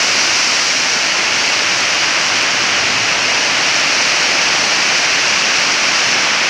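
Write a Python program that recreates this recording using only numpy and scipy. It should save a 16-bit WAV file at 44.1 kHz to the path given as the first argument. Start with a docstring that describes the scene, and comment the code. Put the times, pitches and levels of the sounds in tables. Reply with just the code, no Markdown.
"""A dense, hissing wash of rain: a tropical downpour over a village, heard through one phone mic.
Countless drops patter on leaves, drum on roofs and ground, and burst into spray that starts bright
and soon settles. Bubbles plink in puddles and a few drops tick close by. Underneath, moving air
rumbles and swells into one soft gust."""
import sys
import numpy as np
from scipy import signal
from scipy.fft import rfft, irfft
from scipy.io import wavfile
from scipy.ndimage import uniform_filter1d, minimum_filter1d

SR = 44100
rng = np.random.default_rng(int(sys.argv[2]) if len(sys.argv) > 2 else 0)


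def master(y):
    """Save y as 16-bit WAV."""
    cut = np.clip(np.atleast_2d(y).T, -1, 1)
    pcm = np.round(cut * 32767)  # scale
    wavfile.write(sys.argv[1], SR, pcm.astype(np.int16))


N = 286209


def undb(db):
    """Decibels to gain."""
    return 10 ** (np.asarray(db) / 20)


def unit(x):
    """Scale to rms 1."""
    return x / np.sqrt(np.mean(x ** 2))


def fader(points):
    """Gain at every sample, riding straight in dB between (seconds, dB) points."""
    seconds, db = np.transpose(points)
    return undb(np.interp(np.arange(N) / SR, seconds, db))


def wander(rate_hz):
    """A control signal of rms 1 that slides to a new random value rate_hz times a second."""
    hold = int(SR / rate_hz)
    steps = np.repeat(rng.standard_normal(N // hold + 1), hold)
    return unit(uniform_filter1d(steps, hold)[:N])


def response(colour, size=8192):
    """Impulse response with the given (Hz, dB) colour: sharp attack, short ring."""
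    hz, db = np.transpose(colour)
    octave = np.log2(np.maximum(np.arange(size // 2 + 1) * SR / size, 1))
    octaves_outside = np.abs(octave - np.clip(octave, np.log2(hz[0]), np.log2(hz[-1])))
    spectrum_db = np.interp(octave, np.log2(hz), db) - 12 * octaves_outside
    cepstrum = irfft(np.log(undb(spectrum_db)))
    cepstrum[1:size // 2] *= 2  # fold to minimum phase, so the energy comes up front
    cepstrum[size // 2 + 1:] = 0
    return irfft(np.exp(rfft(cepstrum)))


def ring(x, colour):
    """Let impacts or noise ring with a (Hz, dB) colour."""
    return signal.fftconvolve(x, response(colour))[:N]


def shower(colour, drops_per_s, spread_db, flutter_db, flutter_hz):
    """Drops of uneven size land at random; they come in sheets, so the level flutters."""
    hits = rng.poisson(drops_per_s / SR, N)
    sizes = undb(spread_db * np.minimum(rng.exponential(size=N), 5))
    impacts = np.sqrt(hits) * sizes * rng.choice([-1, 1], N)
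    return unit(ring(impacts, colour)) * undb(flutter_db * wander(flutter_hz))


def leaf_patter():
    """Drops strike leaves so thickly that they merge into a steady midrange wash."""
    # Tone of one drop on a leaf. Each row: frequency in Hz, relative level in dB.
    leaf_colour = [(550, -35.5), (950, -6), (1500, -2.5), (1950, -2.0), (2300, 0.0), (2650, -0.3),
                   (2950, -2), (3300, -7.5), (3650, -11.5), (5000, -39)]
    return shower(leaf_colour, drops_per_s=12000, spread_db=1.3, flutter_db=0.03, flutter_hz=18)


def roof_drumming(sheet_at_s=3.4, sheet_swell_s=1.46, sheet_rise_db=1.1):
    """Drops drum low on the roofs, lifting a little as a heavier sheet of rain passes over."""
    # Tone of one drop on a roof. Each row: frequency in Hz, relative level in dB.
    roof_colour = [(70, -44), (135, -9), (200, -6), (245, -5.5), (265, -3), (330, -4), (500, -4.5),
                   (590, -0.5), (880, -2.1), (1250, -30), (2000, -82)]
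    drumming = shower(roof_colour, drops_per_s=6000, spread_db=1.75, flutter_db=0.22, flutter_hz=8.1)
    sheet = np.exp(-((np.arange(N) / SR - sheet_at_s) / sheet_swell_s) ** 2)
    return drumming * undb(sheet_rise_db * sheet)


def spray(bright_db=2, settled_db=-0.1, bright_until_s=0.52, fade_s=0.89):
    """Droplets thrown off by the impacts hiss; the finest add a bright edge, which soon fades."""
    # Tone of the spray. Each row: frequency in Hz, relative level in dB.
    spray_colour = [(2600, -34), (3700, -7), (4300, -1.1), (5100, 0.3), (5750, 0.7), (6300, -4.2),
                    (7000, -11), (7900, -20), (9000, -26.5), (10100, -30.5), (11800, -41), (15000, -39)]
    # Fader ride on the hiss. Each row: time in seconds, relative level in dB.
    spray_ride = [(0.0, -18.5), (0.51, -18), (1.28, -20.5), (1.41, -18.5), (1.8, -19.5), (3.24, -20),
                  (4.08, -18), (5.93, -19), (5.99, -18), (6.4, -20)]
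    hiss = shower(spray_colour, drops_per_s=20000, spread_db=2.0, flutter_db=0.3, flutter_hz=20)
    edge = signal.sosfiltfilt(signal.butter(2, 5400, "high", fs=SR, output="sos"), hiss)
    body = hiss - edge
    fading = np.exp(-np.maximum(np.arange(N) / SR - bright_until_s, 0) / fade_s)
    edge_db = settled_db + (bright_db - settled_db) * fading
    return unit(body + edge * undb(edge_db)) * fader(spray_ride)


def puddle_plinks(count=2600, centre_hz=2453, octaves=0.255, ring_cycles=12, glide=0.016, spread_db=2.5):
    """Drops trap bubbles in puddles: each swells within a cycle, then rings down as its pitch rises."""
    when, pitch, size = rng.random((count, 3)).T
    samples = np.arange(1024)
    hz = centre_hz * 2 ** (octaves * (2 * pitch - 1))[:, None]
    cycles = hz * samples / SR
    age = cycles / ring_cycles
    envelope = (1 - np.exp(-cycles)) * np.exp(-age)
    bubbles = envelope * np.sin(2 * np.pi * cycles * (1 + glide * age / 2))
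    gain = undb(-spread_db * np.log(np.maximum(size, .01)))[:, None]  # many soft, a few loud
    positions = (when * N).astype(int)[:, None] + samples
    return unit(np.bincount(positions.ravel(), (gain * bubbles).ravel(), N)[:N])


def near_drops(splash_decay_s=.003, splash_db=-13.5):
    """Each close drop slaps once, then scatters a short splash."""
    # Drops landing by the mic. Each row: start in seconds, relative level in dB.
    landings = [(0.5472, -31), (1.8078, -24), (1.8906, -26), (2.4239, -23), (4.7492, -29), (4.8668, -29),
                (5.6007, -26)]
    # Tone of their sharp slap. Each row: frequency in Hz, relative level in dB.
    slap_colour = [(800, -14), (2500, -4), (6000, 0), (9500, -4), (12000, -20), (15000, -19)]
    track = np.zeros(N)
    t = np.arange(1024) / SR
    for start_s, level_db in landings:
        drop = undb(splash_db) * rng.standard_normal(len(t)) * np.exp(-t / splash_decay_s)
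        drop[0] += 1  # the slap, ahead of its splash
        start = int(start_s * SR)
        track[start:start + len(t)] += undb(level_db) * drop
    return ring(track, slap_colour) / np.abs(response(slap_colour)).max()


def wind(bed_db=-46, waver_db=1.3, gust_at_s=3.0, gust_swell_s=0.35, gust_rise_db=9):
    """Low rumble of the air that the rain drags along; one gust swells and dies away."""
    # Tone of the moving air. Each row: frequency in Hz, relative level in dB.
    air_colour = [(15, -22), (37, -22), (50, -15), (70, -7), (96, -4.5), (112, 1.5), (132, -3.5),
                  (180, -32), (300, -100)]
    rumble = unit(ring(rng.standard_normal(N), air_colour))
    gust = np.exp(-np.abs(np.arange(N) / SR - gust_at_s) / gust_swell_s)
    return rumble * undb(bed_db + gust_rise_db * gust + waver_db * wander(rate_hz=4))


def scene():
    """Rain on roofs, leaves and puddles, with spray, close drops and wind, alike in both channels."""
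    # How hard the rain beats on all three surfaces. Each row: time in seconds, relative level in dB.
    rain_ride = [(0.0, -16.5), (0.62, -18), (1.32, -17), (6.33, -16), (6.4, -16)]
    surfaces = undb(-10) * roof_drumming() + undb(0.2) * leaf_patter() + undb(-11) * puddle_plinks()
    mono = (fader(rain_ride) * surfaces
            + undb(0.45) * spray()
            + undb(6.5) * near_drops()
            + wind())
    return np.array([mono, mono])


def record(dry):
    """The phone's fast limiter ducks smoothly around the rare highest peaks; the top is cut."""
    ceiling, window, top_hz = .8, 89, 15450  # window in samples, about 2 ms
    needed_gain = ceiling / np.maximum(np.abs(dry), ceiling)
    smooth_gain = uniform_filter1d(minimum_filter1d(needed_gain, window), window)
    top_cut = signal.ellip(10, .1, 80, top_hz, fs=SR, output="sos")
    return signal.sosfilt(top_cut, dry * smooth_gain)


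dry = scene()
out = record(dry)
master(out)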